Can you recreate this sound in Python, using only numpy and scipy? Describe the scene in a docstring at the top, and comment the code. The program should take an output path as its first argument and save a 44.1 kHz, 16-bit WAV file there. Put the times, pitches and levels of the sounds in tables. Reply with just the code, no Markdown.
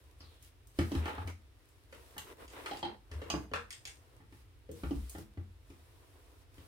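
"""Paint bottles on a covered table

A small room, a stereo microphone close to a table covered with plastic film. Plastic paint bottles are
picked up, slid and set down: each contact clacks in a hollow bottle and thuds in the table top, and the
table booms under the weight. Between the knocks the bottles scrape, the film crinkles and a fingertip
squeaks once, over a low room rumble."""
import sys
import numpy as np
from scipy import signal
from scipy.io import wavfile

SR = 44100
rng = np.random.default_rng(int(sys.argv[2]) if len(sys.argv) > 2 else 0)


def generate_wav(sig):
    """Save sig (samples, or channels by samples) to the path in sys.argv[1] as 16-bit PCM at SR."""
    pcm = np.round(np.clip(np.atleast_2d(sig).T, -1, 1) * 32767).astype(np.int16)
    wavfile.write(sys.argv[1], SR, pcm)


N = 294411
TIME = np.arange(N) / SR

# resonances of four bottles, the film and its creases: f/Hz, width/Hz, gain/dB
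RESONANCES = {"tall": [(352.3, 13.6, 22.5), (823, 55, 31), (1280, 17, -8), (3155, 110, 10), (4050, 260, 12),
              (4580, 160, 10)], "squat": [(474, 26, 26), (545, 12, 11.5), (925, 48, 3), (1330, 98, -3.5),
              (1620, 150, -9), (1810, 780, 10), (2550, 140, -6), (3900, 29, -13)], "full": [(880, 49, 9),
              (945, 8, -5), (1257, 16, 15), (1390, 14, 6), (1792, 10, 10), (2090, 640, 7), (5200, 14, -13)],
              "capped": [(284, 29, 17), (432, 5.3, 4), (684, 87, 0), (822, 67, 9), (1164, 26, 0),
              (2900, 110, -2), (4920, 48, 19.5), (5370, 60, 6), (6200, 650, 7)], "film": [(4800, 110, 7),
              (6600, 720, 0.5), (8470, 260, 9)], "crease": [(9440, 1050, 4), (13600, 3800, 12)]}
# the same things on the table: left minus right at the microphone/dB, wall clack over knock/dB,
# rebound/dB, table boom over thud/dB, chatter/factor
THINGS = {"tall": (-1, 9.5, -4.5, -11, 3), "squat": (1, 0, -8, -2.5, -0.1), "full": (0, 0.5, -11, -3, 0.5),
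          "capped": (-2, 4.5, -19.5, -21, 0.08), "film": (1.5, 7.5, -3.5, 3, 0.1),
          "crease": (0, 4.5, -33, -12, 3.5)}


def bottles(level_db=-2, left_lead_s_per_db=0.000025):
    """Each contact rings the thing touched, louder and earlier on the side where it stands."""
    out = np.zeros((2, N))
    for name, resonances in RESONANCES.items():
        pan_db, *_, chatter = THINGS[name]
        blows = np.zeros(N)
        for s, levels_db, touched in touches():
            if touched == name:
                add(blows, s, impact(levels_db, chatter))
        rung = blows + sum(from_db(db) * resonate(blows, hz, width) for hz, width, db in resonances)
        left = np.interp(TIME + left_lead_s_per_db * pan_db, TIME, rung)
        out += np.array([left, rung]) * from_db([[pan_db / 2], [-pan_db / 2]])
    return from_db(level_db) * out


# contacts on the table: t/s, relative thud level/dB, relative knock level/dB, tilt/(dB per octave), thing
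CONTACTS = [ (0.205, -57.5, -54.5, -7.5, "film"), (0.425, -85, -81, 8.5, "crease"),
            (0.671, -94, -96.5, 13, "crease"), (0.788, -23.5, -36, -1.5, "full"),
            (0.918, -33.5, -44, -3.5, "capped"), (0.95, -32.5, -43, -1.5, "full"),
            (1.056, -40.5, -37.5, -4.5, "full"), (1.077, -56, -38.5, -7, "full"),
            (1.18, -44.5, -40, -10, "full"), (1.274, -45, -50.5, 1.5, "full"),
            (1.688, -92, -86, 6.5, "crease"), (1.926, -55.5, -54.5, -0.9, "squat"),
            (2.165, -49.5, -48, -12, "full"), (2.18, -82, -41, -1, "crease"),
            (2.479, -68, -66.5, 4.5, "film"), (2.659, -65, -38, -2, "full"),
            (2.711, -46.5, -57.5, 1, "tall"), (2.771, -68, -59, 3, "film"),
            (2.828, -39, -45.5, -3.5, "tall"), (3.115, -50.5, -54.5, 1, "squat"),
            (3.217, -45.5, -49.5, -2.5, "squat"), (3.301, -42, -33.5, -1.5, "capped"),
            (3.339, -29, -36, -29, "capped"), (3.515, -43, -54.5, -4.5, "squat"),
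            (3.536, -45.5, -32, -4, "squat"), (3.706, -86, -53, 3.8, "film"),
            (3.853, -66, -51, 3.3, "film"), (4.202, -54, -63, -10, "full"), (4.324, -54, -62, -1, "full"),
            (4.691, -44.5, -65.5, -2.5, "squat"), (4.715, -44, -74, 6.5, "crease"),
            (4.834, -33.5, -43.5, -6, "full"), (4.909, -31, -48, -5.5, "capped"),
            (5.096, -76, -76, 11, "crease"), (5.149, -43, -48, -7.5, "full"),
            (5.183, -42, -62, 2, "crease"), (5.373, -43, -56.5, -6, "full"), (5.701, -51, -66.5, 2, "full"),
            (6.581, -51.5, -58, -5.5, "film")]


def touches(rebound_s=0.0215, rebound_db_per_octave=0.5):
    """Each contact and its weaker rebound: a bottle rocks onto its other edge, a fold snaps back."""
    centres = np.sqrt(np.prod(IMPACT_BANDS, axis=1))
    octaves = np.log2(centres[1:] / centres[1])
    for s, thud_db, knock_db, tilt, touched in CONTACTS:
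        _, clack_db, rebound_db, *_ = THINGS[touched]
        shell_db = knock_db + tilt * octaves + np.array([0, clack_db, 0])
        yield s, np.r_[thud_db, shell_db], touched
        tilted_db = shell_db + rebound_db_per_octave * octaves
        yield s + rebound_s, np.r_[thud_db, tilted_db] + rebound_db, touched


# thud, knock, clack and tick of one impact: low f/Hz, high f/Hz
IMPACT_BANDS = [(200, 505), (700, 1737), (1500, 3670), (4900, 10380)]


def impact(levels_db, chatter, settle_s=0.0041, snap_db=-6, thud_trim_db=-4, gain_db=18.5):
    """A rim lands with a click and chatters for a few ms as it settles flat."""
    t = TIME[:SR // 16]
    force = chatter * rng.standard_normal(len(t)) * rng.exponential(1, len(t)) * np.exp(-t / settle_s)
    force[0] += 1
    gains = from_db(levels_db + [thud_trim_db, 0, 0, 0])
    body = sum(gain * unit_energy(band(force, *edges, order=3))
               for gain, edges in zip(gains, IMPACT_BANDS))
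    snap = gains[-1] * from_db(snap_db) * unit_energy(band(force, 10460, 15000))   # the tick's hard edge
    return from_db(gain_db) * (body + snap)


# modes of the board, close to the microphone: f/Hz, relative level/dB, t60/s
BOARD_MODES = [(158, -11, 0.15), (207.3, -6.5, 0.2), (239, -7, 0.07), (284.2, 3, 0.069), (319.7, -12, 0.3)]


def table_top(ring_db=-1, spot_db=1, detune=0.028, press_s=0.0021):
    """Every contact rings the board; the spot struck and the load shift each mode's share and pitch."""
    t, out = TIME[:SR // 2], np.zeros(N)
    hz, db, t60 = np.transpose(BOARD_MODES)[:, :, None]
    press = 1 - np.exp(-t / press_s)   # plastic yields, so the force builds
    decays = press * from_db(db + ring_db - 60 * t / t60)
    for s, thud_db, *_ in CONTACTS:
        share, shift = rng.standard_normal((2, len(hz), 1))
        modes = np.sin(2 * np.pi * hz * (1 + detune * shift) * t)
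        rings = from_db(thud_db + spot_db * share) * decays * modes
        add(out, s, rings.sum(axis=0))
    return out


# low, swelling booms of the table as bottles land or weight presses on it: t/s, relative level/dB, f/Hz
BOOMS = [(0.957, -27, 77.9), (1.181, -39, 90.3), (1.244, -36, 85.5), (3.105, -41, 78.8), (3.145, -36, 77.3),
         (3.325, -37.5, 64.8), (4.836, -33.5, 67.3), (4.957, -33, 63.3), (5.012, -33, 62.4),
         (5.371, -35.5, 87.5)]


def table_booms(blow_hz=83.6, blow_rise_s=0.0058, slow_rise_s=0.02, t60=0.41, gain_db=1):
    """The whole table swings and rings out: quickly at each contact, with slower swells under weight."""
    t, out = TIME[:SR * 2 // 3], np.zeros(N)
    blows = [(s, thud_db + THINGS[touched][3], blow_hz, blow_rise_s)
             for s, thud_db, _, _, touched in CONTACTS]
    slow_booms = [(*boom, slow_rise_s) for boom in BOOMS]
    for s, db, hz, rise in blows + slow_booms:
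        swell = np.sin(np.pi / 2 * np.minimum(t / rise, 1)) ** 2
        decay = from_db(db + gain_db - 60 * np.maximum(t - rise, 0) / t60)
        add(out, s, swell * decay * np.sin(2 * np.pi * hz * t))
    return out


# friction spectra at close range: f/Hz, relative level/dB
SCRAPE_SPECTRUM = [(230, -11.5), (340, 21), (480, 5), (640, 6.5), (900, -5.5), (1350, 2), (2000, -4.5),
                   (4000, -21.5), (7000, -58), (15000, -70)]
RASP_SPECTRUM = [(500, -13), (900, -2.5), (1300, -7), (2000, -10), (3000, -8), (4500, -27), (9000, -51)]
CRINKLE_SPECTRUM = [(1200, -1), (3000, 2), (5000, 0), (7000, -3.5), (9000, -2), (11500, 9), (15000, -11.5)]


def handling(scrape_trim_db=-3, crinkle_trim_db=-2, hollow_db=5, full_rasp_db=-48):
    """Bottles drag over the film, humming in their hollow; a hard drag rasps; the film crinkles."""
    scrape_db, crinkle_db = stroke_levels()
    force = from_db(scrape_db + scrape_trim_db) * uneven_grip(per_s=30, spread_db=2.5)
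    friction = slips(per_s=150, spread_db=-4, smooth=0.49)
    scrape = force * coloured(friction, SCRAPE_SPECTRUM)
    hollow = from_db(hollow_db) * resonate(scrape, hz=950, width=200)
    rasp_share = from_db(np.minimum(scrape_db - full_rasp_db, 0))
    rasp = force * rasp_share * coloured(friction[::-1], RASP_SPECTRUM)
    crackle = slips(per_s=24, spread_db=5.5, smooth=1.6)
    crinkle = from_db(crinkle_db + crinkle_trim_db) * coloured(crackle, CRINKLE_SPECTRUM)
    return scrape + hollow + rasp + crinkle


# a bottle or hand crosses the film: t/s, length/s, relative scrape level/dB, relative crinkle level/dB
STROKES = [(0, 0.13, -72, -72.5), (0.195, 0.17, -70.5, -69.5), (0.435, 0.046, -76, -63),
           (0.789, 0.21, -65, -57), (0.921, 0.31, -49.5, -63.5), (1.065, 0.034, -46, -57),
           (1.283, 0.017, -51.5, -60), (1.59, 0.27, -79.5, -75), (1.934, 0.23, -63.5, -63.5),
           (2.273, 0.051, -52, -60), (2.403, 0.051, -54, -61), (2.529, 0.26, -50.5, -58.5),
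           (2.802, 0.15, -54.5, -79), (3.14, 0.3, -55, -66.5), (3.832, 0.36, -67.5, -73),
           (4.334, 0.087, -75, -68.5), (4.764, 0.46, -66, -60), (5.678, 0.75, -68, -69.5),
           (6.557, 0.14, -63.5, -65)]


def stroke_levels(attack_s=0.03, release_s=0.02, rest_scrape_db=-83.5, rest_crinkle_db=-74.5):
    """Scrape and crinkle in dB: each stroke swells, holds and dies back to hands resting on the film."""
    power = from_db([[rest_scrape_db], [rest_crinkle_db]]) ** 2
    for s, length, scrape_db, crinkle_db in STROKES:
        before = np.maximum(s - TIME, 0) / attack_s
        after = np.maximum(TIME - s - length, 0) / release_s
        envelope = np.exp(-np.minimum(before + after, 20))
        power = power + (from_db([[scrape_db], [crinkle_db]]) * envelope) ** 2
    return 10 * np.log10(power)


def uneven_grip(per_s, spread_db):
    """A dragged bottle catches and lets go: a wandering gain."""
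    return from_db(spread_db * np.interp(TIME * per_s, np.arange(1000), rng.standard_normal(1000)))


def slips(per_s, spread_db, smooth, scuff_s=0.00058):
    """Tiny stick-slip clicks of uneven size, each a short scuff, on a bed of smooth friction."""
    born = rng.random(N) < per_s / SR
    sizes = from_db(spread_db * np.minimum(rng.exponential(1, N), 3.5))
    scuffs = signal.lfilter([1], [1, -np.exp(-1 / (scuff_s * SR))], born * sizes + 1e-18)
    return rng.standard_normal((2, 2, N)) * (scuffs + smooth)


def squeak(start_s=0.205, length_s=0.29, start_hz=5120, end_hz=3150, slowing_s=0.099,
           level_db=-58, half_gain_s=0.039, flutter_hz=560):
    """A fingertip rubs unevenly on plastic: a narrow band of noise, falling and fading as it slows."""
    t, tone = TIME[:int(length_s * SR)], np.zeros(N)
    hz = end_hz + (start_hz - end_hz) * np.exp(-t / slowing_s)
    fade = from_db(level_db) / (1 + t / half_gain_s)
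    add(tone, start_s, fade * np.sin(2 * np.pi * np.cumsum(hz) / SR))
    grip = signal.sosfilt(signal.butter(2, flutter_hz, fs=SR, output="sos"), rng.standard_normal((2, N)))
    return tone * np.sqrt(2 * N) * unit_energy(grip)


# decay of the small room: f/Hz, t60/s
ROOM_DECAY = [(100, 0.35), (300, 0.23), (1000, 0.29), (3500, 0.24), (9000, 0.31), (15000, 0.33)]
# its reverberation at the microphone: f/Hz, level over the direct sound/dB
ROOM_TAIL = [(100, 17), (300, 1.5), (800, 4), (3500, 4.5), (9000, 1.5), (15000, -1.5)]


def room(x, left_lag_s=0.00021, build_s=0.0004):
    """Direct sound, reaching the right channel first, and a diffuse tail that dies band by band."""
    t = TIME[:SR * 3 // 5]
    response = 0
    for hz, noise in stereo_bands(rng.standard_normal((2, 2, len(t))), lowest_hz=ROOM_TAIL[0][0]):
        tail = noise * (1 - np.exp(-t / build_s)) * from_db(-60 * t / at_hz(ROOM_DECAY, hz))
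        share = np.sqrt(hz / np.sqrt(2) / SR)   # a half octave's part of a white click
        response = response + unit_energy(tail) * share * from_db(at_hz(ROOM_TAIL, hz))
    direct = np.array([np.interp(TIME - left_lag_s, TIME, x[0]), x[1]])
    return direct + signal.fftconvolve(x, response, axes=1)[:, :N]


# the room's background, all around the microphone: f/Hz, relative level/dB
ROOM_TONE_SPECTRUM = [(25, -34), (45, 7.5), (62, 10), (85, 7), (125, -2.5), (190, -40), (300, -9),
                      (600, -18.5), (1300, -21.5), (3000, -24), (7000, -37.5), (9300, -67), (11500, -36),
                      (15000, -53)]


def room_tone(rms_db=-60):
    """A steady low rumble with a faint hiss."""
    return from_db(rms_db) * coloured(rng.standard_normal((2, 2, N)), ROOM_TONE_SPECTRUM)


# diffuse sound across the microphone's two channels: f/Hz, left-right correlation
STEREO_CORRELATION = [(60, 0.84), (300, 0.8), (600, 0.41), (1000, 0.024), (4000, 0.00094), (12000, -0.038)]


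def stereo_bands(white, lowest_hz):
    """Half-octave stereo bands from two pairs of noises; the bass is alike on both sides."""
    edges = 22 * 2 ** (np.arange(20) / 2)
    for k, (low, high) in enumerate(zip(edges, edges[1:])):
        if high > lowest_hz:
            hz = np.sqrt(low * high)
            mid, side = band(white[k % 2], low, high, order=3)
            alike = at_hz(STEREO_CORRELATION, hz)
            yield hz, np.sqrt(1 + alike) * mid + np.sqrt(1 - alike) * np.array([side, -side])


def coloured(white, spectrum):
    """Stereo noise with a given spectrum, rms 1."""
    bands = stereo_bands(white, lowest_hz=spectrum[0][0])
    return np.sqrt(N) * unit_energy(sum(from_db(at_hz(spectrum, hz)) * x for hz, x in bands))


def from_db(db):
    """Decibels to gain."""
    return 10 ** (np.asarray(db) / 20)


def unit_energy(x):
    """Scale so that each channel's squares sum to one."""
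    return x / np.sqrt(np.sum(x ** 2, axis=-1, keepdims=True) + 1e-20)


def at_hz(points, hz):
    """Read a table on a log-frequency axis."""
    freqs, values = np.transpose(points)
    return np.interp(np.log(hz), np.log(freqs), values)


def band(x, low, high, order=2):
    """Causal band-pass."""
    return signal.sosfilt(signal.butter(order, [low, high], "band", fs=SR, output="sos"), x)


def resonate(x, hz, width):
    """Resonance with gain one at its peak; width in Hz."""
    r = np.exp(-np.pi * width / SR)
    feedback = [1, -2 * r * np.cos(2 * np.pi * hz / SR), r * r]
    return signal.lfilter(np.array([1, 0, -1]) * (1 - r * r) / 2, feedback, x + 1e-18)


def add(track, s, sound):
    """Mix a sound in at a time."""
    at = int(s * SR)
    track[at:at + len(sound)] += sound[:N - at]


def scene(boom_pan_db=0.9, table_near_db=-2, table_room_db=-7):
    """Knocks with the room around them; table, scrapes and squeak close up; room tone behind."""
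    board = table_top()
    knocks = room(bottles() + from_db(table_room_db) * board) + from_db(table_near_db) * board
    booms = table_booms() * from_db([[boom_pan_db], [-boom_pan_db]])
    background = room_tone()
    return knocks + booms + handling() + squeak() + background


def record(dry, cutoff_hz=15900):
    """A steep low-pass cuts the top of the microphone signal."""
    return signal.sosfilt(signal.ellip(10, .2, 70, cutoff_hz, fs=SR, output="sos"), dry)


dry = scene()
out = record(dry)
generate_wav(out)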